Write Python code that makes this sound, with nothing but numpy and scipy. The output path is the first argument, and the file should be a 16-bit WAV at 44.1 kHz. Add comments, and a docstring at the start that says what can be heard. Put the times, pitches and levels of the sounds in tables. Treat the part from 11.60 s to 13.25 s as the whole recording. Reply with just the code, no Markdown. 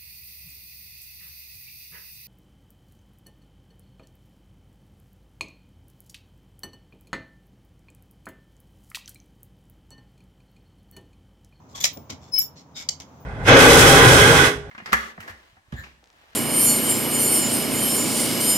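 """A farrier's steel tool scrapes a raised hoof, cracks through the horn, knocks and clacks.
Scrapes, cracks, thuds and the clack are streams of tiny contacts filtered by horn, hoof or steel.
The slipping steel squeals briefly and gives one loud stick-slip squeak. A small bit of metal
tinks twice. The walls of an open yard answer briefly over a low outdoor rumble."""
import sys
import numpy as np
from scipy import signal
from scipy.fft import rfft, irfft, next_fast_len
from scipy.io import wavfile
from scipy.ndimage import map_coordinates

SR = 44100
rng = np.random.default_rng(int(sys.argv[2]) if len(sys.argv) > 2 else 0)


def file_out(sig):
    """Save sig as 16-bit WAV at sys.argv[1]."""
    # one column per channel
    cols = np.atleast_2d(sig).T
    # limit, then scale
    lim = np.clip(cols, -1, 1)
    pcm = np.round(lim * 32767).astype(np.int16)
    wavfile.write(sys.argv[1], SR, pcm)


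N = 72765

# Rumble spectrum. Each row: frequency in Hz, relative level in dB.
RUMBLE_SPECTRUM = [(25, -40.5), (45, -40.5), (62, -3), (80, 3), (150, 0.5), (280, -2.5), (340, -8),
                   (620, -8), (1050, -9), (1800, -23.5), (4500, -31), (6500, -25), (8800, -46.5),
                   (15500, -36.5)]
# Rumble stereo image. Each row: frequency in Hz, left-right correlation.
RUMBLE_CORRELATION = [(60, 1), (130, 0.95), (290, 0.86), (640, 0.78), (1400, 0.022), (15000, 0.02)]
# Narrow bands in the rumble. Each row: centre in Hz, width in Hz, level in dB.
DRONE_BANDS = [(82.6, 5.7, -61.5), (146.4, 6.1, -59), (266.7, 15, -64.5), (951, 40, -67.5)]
# Contact stereo image. Each row: frequency in Hz, left-right correlation.
CONTACT_CORRELATION = [(200, 1), (700, 0.85), (2000, 0.054), (12000, 0.058)]
# Steel over horn. Each row: start in seconds, length in seconds, level in dB,
# level change over the stroke in dB, treble shelf in dB.
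STROKES = [(0.083, 0.05, -63.5, 6, -2), (0.148, 0.027, -39, 1, -3), (0.176, 0.0083, -39.5, 2, -25),
           (0.199, 0.043, -29.5, -7, 9.5), (0.494, 0.04, -33.5, -13.5, -24.5),
           (0.604, 0.093, -55.5, -5, -10.5), (0.8, 0.043, -45.5, -6, -11), (0.955, 0.06, -52.5, -3.5, -13),
           (1.151, 0.077, -37.5, -4, -6.5), (1.402, 0.019, -43, -2, -14)]
# Scraped horn. Each row: frequency in Hz, relative level in dB.
SCRAPE_SPECTRUM = [(200, -11), (1100, -7.5), (1650, -10), (2200, -5), (2800, -9), (3450, -2.5),
                   (4300, -3.5), (5600, 0), (7300, 1.5), (8200, -16.5), (9200, -19.5), (10000, -12),
                   (10900, -28), (12100, -7), (13300, -22.5), (14400, -15), (16000, -28)]
# Decay off near walls. Each row: frequency in Hz, T60 in seconds.
NEAR_WALL_T60 = [(200, 0.17), (3500, 0.21), (5500, 0.17), (13000, 0.14)]
# Tool modes sounded by slips. Each row: start in seconds, length in seconds, pitch in Hz,
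# glide in Hz, level in dB, left over right in dB.
SLIPS = [(0.134, 0.037, 1170, -130, -44.5, -3.5), (0.142, 0.025, 3400, -5.5, -41.5, 8),
         (0.199, 0.03, 3440, 29.5, -33, 7), (0.2, 0.018, 12300, 3, -38, 26),
         (0.784, 0.025, 11700, 243.5, -35.5, 2), (0.78, 0.024, 12640, 86.5, -15, 14.5),
         (0.8, 0.034, 12600, 450.5, -27, 12), (0.79, 0.031, 7030, 89, -30, -7.5),
         (0.799, 0.032, 5470, 100, -28, -11), (0.83, 0.023, 14770, -2.5, -35, 5),
         (0.952, 0.056, 4450, -220, -54, -3), (0.956, 0.062, 5650, -450, -55, 0),
         (1.16, 0.09, 2360, -260, -48.5, 0.5), (1.14, 0.075, 3800, -200, -41.5, 7.5),
         (1.136, 0.1, 4900, -100, -45, -4.5)]
# Hoof bumps on its stand. Each row: start in seconds, level in dB, hold in seconds,
# T60 in seconds, centre of the push in Hz.
HOOF_BUMPS = [(0.238, -42.5, 0.0058, 0.052, 110), (0.365, -37, 0.011, 0.094, 192),
              (0.407, -57, 0.16, 0.15, 97), (0.494, -45.5, 0.037, 0.1, 150),
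              (1.2878, -43, 0.0087, 0.026, 860), (1.397, -51, 0.004, 0.035, 700)]
# Damped modes of hoof on stand. Each row: centre in Hz, width in Hz, relative level in dB.
HOOF_MODES = [(94.8, 52, -4.5), (281, 40, 3), (580, 150, 1.5), (1148, 540, -3)]
# Horn fractures, plus the broad crack of steel meeting steel at 1.289 s. Each row: start in seconds, level in
# dB, hold in seconds, T60 in seconds.
CRACKS = [(0.2385, -9.5, 0.0042, 0.045), (0.249, -16.5, 0.0078, 0.06), (0.372, -38.5, 0.0014, 0.02),
          (0.501, -30, 0.0031, 0.03), (0.53, -44, 0.0027, 0.02), (1.289, -26.5, 0.002, 0.03),
          (1.4, -35.5, 0.002, 0.019)]
# Cracking horn, also the broad crack of the clack. Each row: frequency in Hz, relative level in dB.
CRACK_SPECTRUM = [(150, -48), (550, -15.5), (900, -17.5), (1600, -20), (2100, -3.5), (2650, -9.5),
                  (3300, -8.5), (3900, -5.5), (4400, -9), (5450, 0), (6200, -4.5), (6700, -5.5),
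                  (7250, -0.5), (7900, -17.5), (9000, -24), (9900, -14), (10900, -25.5), (12000, -15.5),
                  (13300, -21), (15500, -21)]
# Jogs of the small metal bit. Each row: start in seconds, level in dB.
TINK_HITS = [(0.329, -39.5), (1.602, -54.5)]
# Modes of that bit. Each row: frequency in Hz, relative level in dB, T60 in seconds.
BIT_MODES = [(15020, -0.5, 0.3), (15490, -5.5, 0.14)]
# Main squeak tone. Each row: time in seconds, pitch in Hz, level in dB.
SQUEAK_TRACK = [(0.714, 5270, -66), (0.724, 5260, -39), (0.732, 5205, -34), (0.739, 5200, -20.5),
                (0.746, 5235, -18.5), (0.753, 5255, -22.5), (0.769, 5255, -19), (0.775, 5230, -30),
                (0.78, 5295, -16.5), (0.789, 5280, -19), (0.796, 5255, -26), (0.816, 5275, -30),
                (0.826, 5275, -55)]
# Squeak harmonics. Each row: multiple of the pitch, initial level in dB re the main tone.
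SQUEAK_HARMONICS = [(2, -11.5), (3, -16.5)]
# Rasp with the squeak. Each row: frequency in Hz, relative level in dB.
RASP_SPECTRUM = [(700, -2.5), (2300, -1), (4000, -6.5), (5700, 11), (7500, -2.5), (9000, -12.5),
                 (11500, -3), (15500, -2.5)]
# Steel on steel. Each row: start in seconds, level in dB, hold in seconds, T60 in seconds.
STEEL_HITS = [(1.2881, -16.5, 0.005, 0.013)]
# Modes of the struck tool. Each row: centre in Hz, width in Hz, relative level in dB.
TOOL_MODES = [(2200, 140, -15.5), (2980, 100, -6.5), (4635, 120, 5), (5520, 140, -0.5), (6250, 130, 4.5),
              (7460, 110, -5), (6850, 130, -0.5)]

FRICTION_TICKS_PER_S, BURST_TICKS_PER_S = 7000, 9000
JITTER_KNOTS_PER_S = 1100
TIME_S = np.arange(N) / SR


def amp(db):
    return 10 ** (np.asarray(db) / 20)


def unit_rms(x):
    return x / np.sqrt(np.mean(x ** 2) + 1e-20)


def ramp(start_s, length_s):
    return np.clip((TIME_S - start_s) / length_s, 0, 1)


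def log_interp(points, hz):
    knots_hz, values = np.transpose(points)
    return np.interp(np.log(hz + 1), np.log(knots_hz + 1), values)


def wobble(knots_per_s):
    """Smooth random curve."""
    return map_coordinates(rng.standard_normal(N // 8), [TIME_S * knots_per_s], mode="wrap")


def filtered(x, response):
    """Apply the complex gain response(hz)."""
    size = next_fast_len(N + SR // 2)
    return irfft(rfft(x, size) * response(np.fft.rfftfreq(size, 1 / SR)), size)[..., :N]


def resonances(modes, hz):
    """Modal response; neighbours swing in opposite senses."""
    return sum((-1) ** k * amp(db) * 1j * hz * width / (centre ** 2 - hz ** 2 + 1j * hz * width)
               for k, (centre, width, db) in enumerate(modes))


def pan(left_db):
    """Constant-power stereo gains."""
    return unit_rms(amp([[left_db / 2], [-left_db / 2]]))


def spread(pair, correlation):
    """Mix two independent signals to a given left-right correlation."""
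    angle = lambda hz: np.arccos(np.clip(log_interp(correlation, hz), -1, 1)) / 2
    mid, side = filtered(pair, lambda hz: np.array([np.cos(angle(hz)), np.sin(angle(hz))]))
    return np.array([mid + side, mid - side])


def from_left(x, lag_s=0.0003406):
    """The left channel leads by lag_s."""
    return filtered(x, lambda hz: np.exp(1j * np.pi * hz * lag_s * np.array([[1], [-1]])))


def ticks(per_s, spread_db=4.5):
    """Tiny random contacts of uneven size."""
    hits = rng.random((2, N)) < per_s / SR
    signs = np.sign(rng.standard_normal((2, N)))
    sizes = amp(spread_db * rng.standard_normal((2, N)))
    return spread(hits * signs * sizes, CONTACT_CORRELATION)


def friction(response):
    """Steady ticks ringing through a body, RMS 1."""
    return unit_rms(filtered(ticks(FRICTION_TICKS_PER_S), response))


def burst(row, rise_s, response):
    """One contact: ticks rise, hold and decay while the body rings on."""
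    start_s, db, hold_s, t60_s = row
    drive = ticks(BURST_TICKS_PER_S)
    decay_db = 60 * np.maximum(TIME_S - start_s - hold_s, 0) / t60_s
    force = ramp(start_s, min(rise_s, hold_s)) * amp(db - decay_db)
    return filtered(force * drive, response) / filtered(drive, response).std()


def slip_phase(hz, jitter_hz):
    """Phase of an unsteady stick-slip tone."""
    return 2 * np.pi * np.cumsum(hz + jitter_hz * wobble(JITTER_KNOTS_PER_S)) / SR


def slip_envelope(start_s, length_s, roughness=0.3):
    """Rough swell and fade of one slip."""
    return np.sin(np.pi * ramp(start_s, length_s)) ** 2 * (1 + roughness * wobble(JITTER_KNOTS_PER_S))


def rumble(level_db=-51, swell_db=1.5):
    """Low outdoor noise, wavering slightly, with narrow drones."""
    def noise(response):
        return unit_rms(filtered(spread(rng.standard_normal((2, N)), RUMBLE_CORRELATION), response))

    gain = amp(level_db + swell_db * wobble(knots_per_s=7.76))
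    out = gain * noise(lambda hz: amp(log_interp(RUMBLE_SPECTRUM, hz)))
    for centre_hz, width_hz, db in DRONE_BANDS:
        out += amp(db) * noise(lambda hz: np.exp(-((hz - centre_hz) / width_hz) ** 2))
    return out


def scrapes(fall_s=0.012, chatter_db=2.2, ripple_db=2.5, ripple_step_hz=220, shelf_hz=8450):
    """The edge chatters over horn; each stroke meets a spot with its own resonances."""
    out = np.zeros((2, N))
    for start_s, length_s, db, change_db, treble_db in STROKES:
        spot = rng.standard_normal(N // 8)
        rise = ramp(start_s, 0.25 * length_s)
        fall = np.exp(-np.maximum(TIME_S - start_s - length_s, 0) / fall_s)
        level_db = db + change_db * ramp(start_s, length_s) + chatter_db * wobble(knots_per_s=360)

        def horn(hz):
            spot_db = ripple_db * map_coordinates(spot, [hz / ripple_step_hz])
            shelf_db = treble_db * (1 - 1 / (1 + (hz / shelf_hz) ** 4))
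            return amp(log_interp(SCRAPE_SPECTRUM, hz) + spot_db + shelf_db)

        out += rise * fall * amp(level_db) * friction(horn)
    return out


def yard_echo(x, delay_s=0.011, far_db=-36.5, far_t60_s=0.26):
    """Near walls answer briefly, far ones faintly and longer."""
    band_hz, age_s, noise = signal.stft(rng.standard_normal((2, SR // 2)), SR, nperseg=256)
    near = amp(-60 * age_s / log_interp(NEAR_WALL_T60, band_hz)[:, None])
    far = amp(far_db - 60 * age_s / far_t60_s)
    tail = signal.istft(noise * (near + far), SR, nperseg=256)[1]
    tail /= np.linalg.norm(tail, axis=1, keepdims=True)
    wet = signal.fftconvolve(x, tail, axes=1)[:, :N]
    return pan(left_db=-4.5) * filtered(wet, lambda hz: np.exp(-2j * np.pi * hz * delay_s))


def squeals(jitter_hz_per_s=1500):
    """Slipping steel catches mode after mode; short slips sing, long ones scatter in pitch."""
    out = np.zeros((2, N))
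    for start_s, length_s, pitch_hz, glide_hz, db, left_db in SLIPS:
        phase = slip_phase(pitch_hz + glide_hz * ramp(start_s, length_s), jitter_hz_per_s * length_s)
        out += pan(left_db) * amp(db) * np.sqrt(2) * slip_envelope(start_s, length_s) * np.sin(phase)
    return out


def thuds(rise_s=0.0033):
    """Soft pushes sound the hoof's low modes, hard ones its higher modes."""
    push = lambda ratio: (1j * ratio / (1 + 1j * ratio) ** 2) ** 2
    return sum(burst(row, rise_s, lambda hz: resonances(HOOF_MODES, hz) * push(hz / centre_hz))
               for *row, centre_hz in HOOF_BUMPS)


def cracks(rise_s=0.0036):
    """The edge breaks through horn; the same broad crack also sounds when steel meets steel."""
    return sum(burst(row, rise_s, lambda hz: amp(log_interp(CRACK_SPECTRUM, hz))) for row in CRACKS)


def tinks(rise_s=0.003):
    """A jogged bit of metal rings on two close, very high modes."""
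    out = np.zeros(N)
    for start_s, hit_db in TINK_HITS:
        age_s = np.maximum(TIME_S - start_s, 0)
        ring = sum(amp(hit_db + db - 60 * age_s / t60_s) * np.sin(2 * np.pi * hz * age_s)
                   for hz, db, t60_s in BIT_MODES)
        out += (1 - np.exp(-age_s / rise_s)) * ring
    return pan(left_db=7.5) * out


def squeak(jitter_hz=24, harmonic_fade_db=23.5, second_hz=2995, second_db=-24, sum_db=-7, rasp_db=-28):
    """Dry steel sings on one mode; midway a second joins, with sum and difference tones."""
    knots_s, pitch_hz, db = np.transpose(SQUEAK_TRACK)
    phase = slip_phase(np.interp(TIME_S, knots_s, pitch_hz), jitter_hz)
    second_phase = slip_phase(second_hz, jitter_hz)
    harmonics = sum(amp(level_db) * np.sin(k * phase) for k, level_db in SQUEAK_HARMONICS)
    fade = amp(-harmonic_fade_db * ramp(knots_s[0], knots_s[-1] - knots_s[0]))
    roughness = 1 + 0.35 * wobble(JITTER_KNOTS_PER_S)
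    tone = np.sin(phase) + fade * roughness * harmonics
    sum_tones = np.sin(phase + second_phase) + np.sin(2 * phase + second_phase)
    second = np.sin(second_phase) + np.sin(phase - second_phase) + amp(sum_db) * sum_tones
    tone += amp(second_db) * slip_envelope(start_s=0.746, length_s=0.06) * second
    rasp = amp(rasp_db) * friction(lambda hz: amp(log_interp(RASP_SPECTRUM, hz)))
    envelope = amp(np.interp(TIME_S, knots_s, db, left=-120, right=-120))
    return pan(left_db=8) * envelope * (np.sqrt(2) * tone + rasp)


def clack(rise_s=0.000502):
    """Steel meets steel and chatters through the tool's modes."""
    return sum(burst(row, rise_s, lambda hz: resonances(TOOL_MODES, hz)) for row in STEEL_HITS)


def scene(echo_db=-11, slip_echo_db=-7):
    """Tool and hoof, slightly left, with wall echo, tinks and rumble."""
    cutting = scrapes() + cracks() + clack()
    slipping = squeak() + squeals()
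    hoof = thuds()
    direct = from_left(pan(left_db=1.5) * cutting + slipping + hoof)
    to_walls = amp(echo_db) * (cutting + hoof) + amp(slip_echo_db) * slipping.mean(axis=0)
    return direct + yard_echo(to_walls) + tinks() + rumble()


def record(dry, ceiling=0.95, cutoff_hz=15900):
    """Soft clip, then brick-wall low-pass."""
    rounded = dry / (1 + (dry / ceiling) ** 6) ** (1 / 6)
    return filtered(rounded, lambda hz: hz < cutoff_hz)


dry = scene()
out = record(dry)
file_out(out)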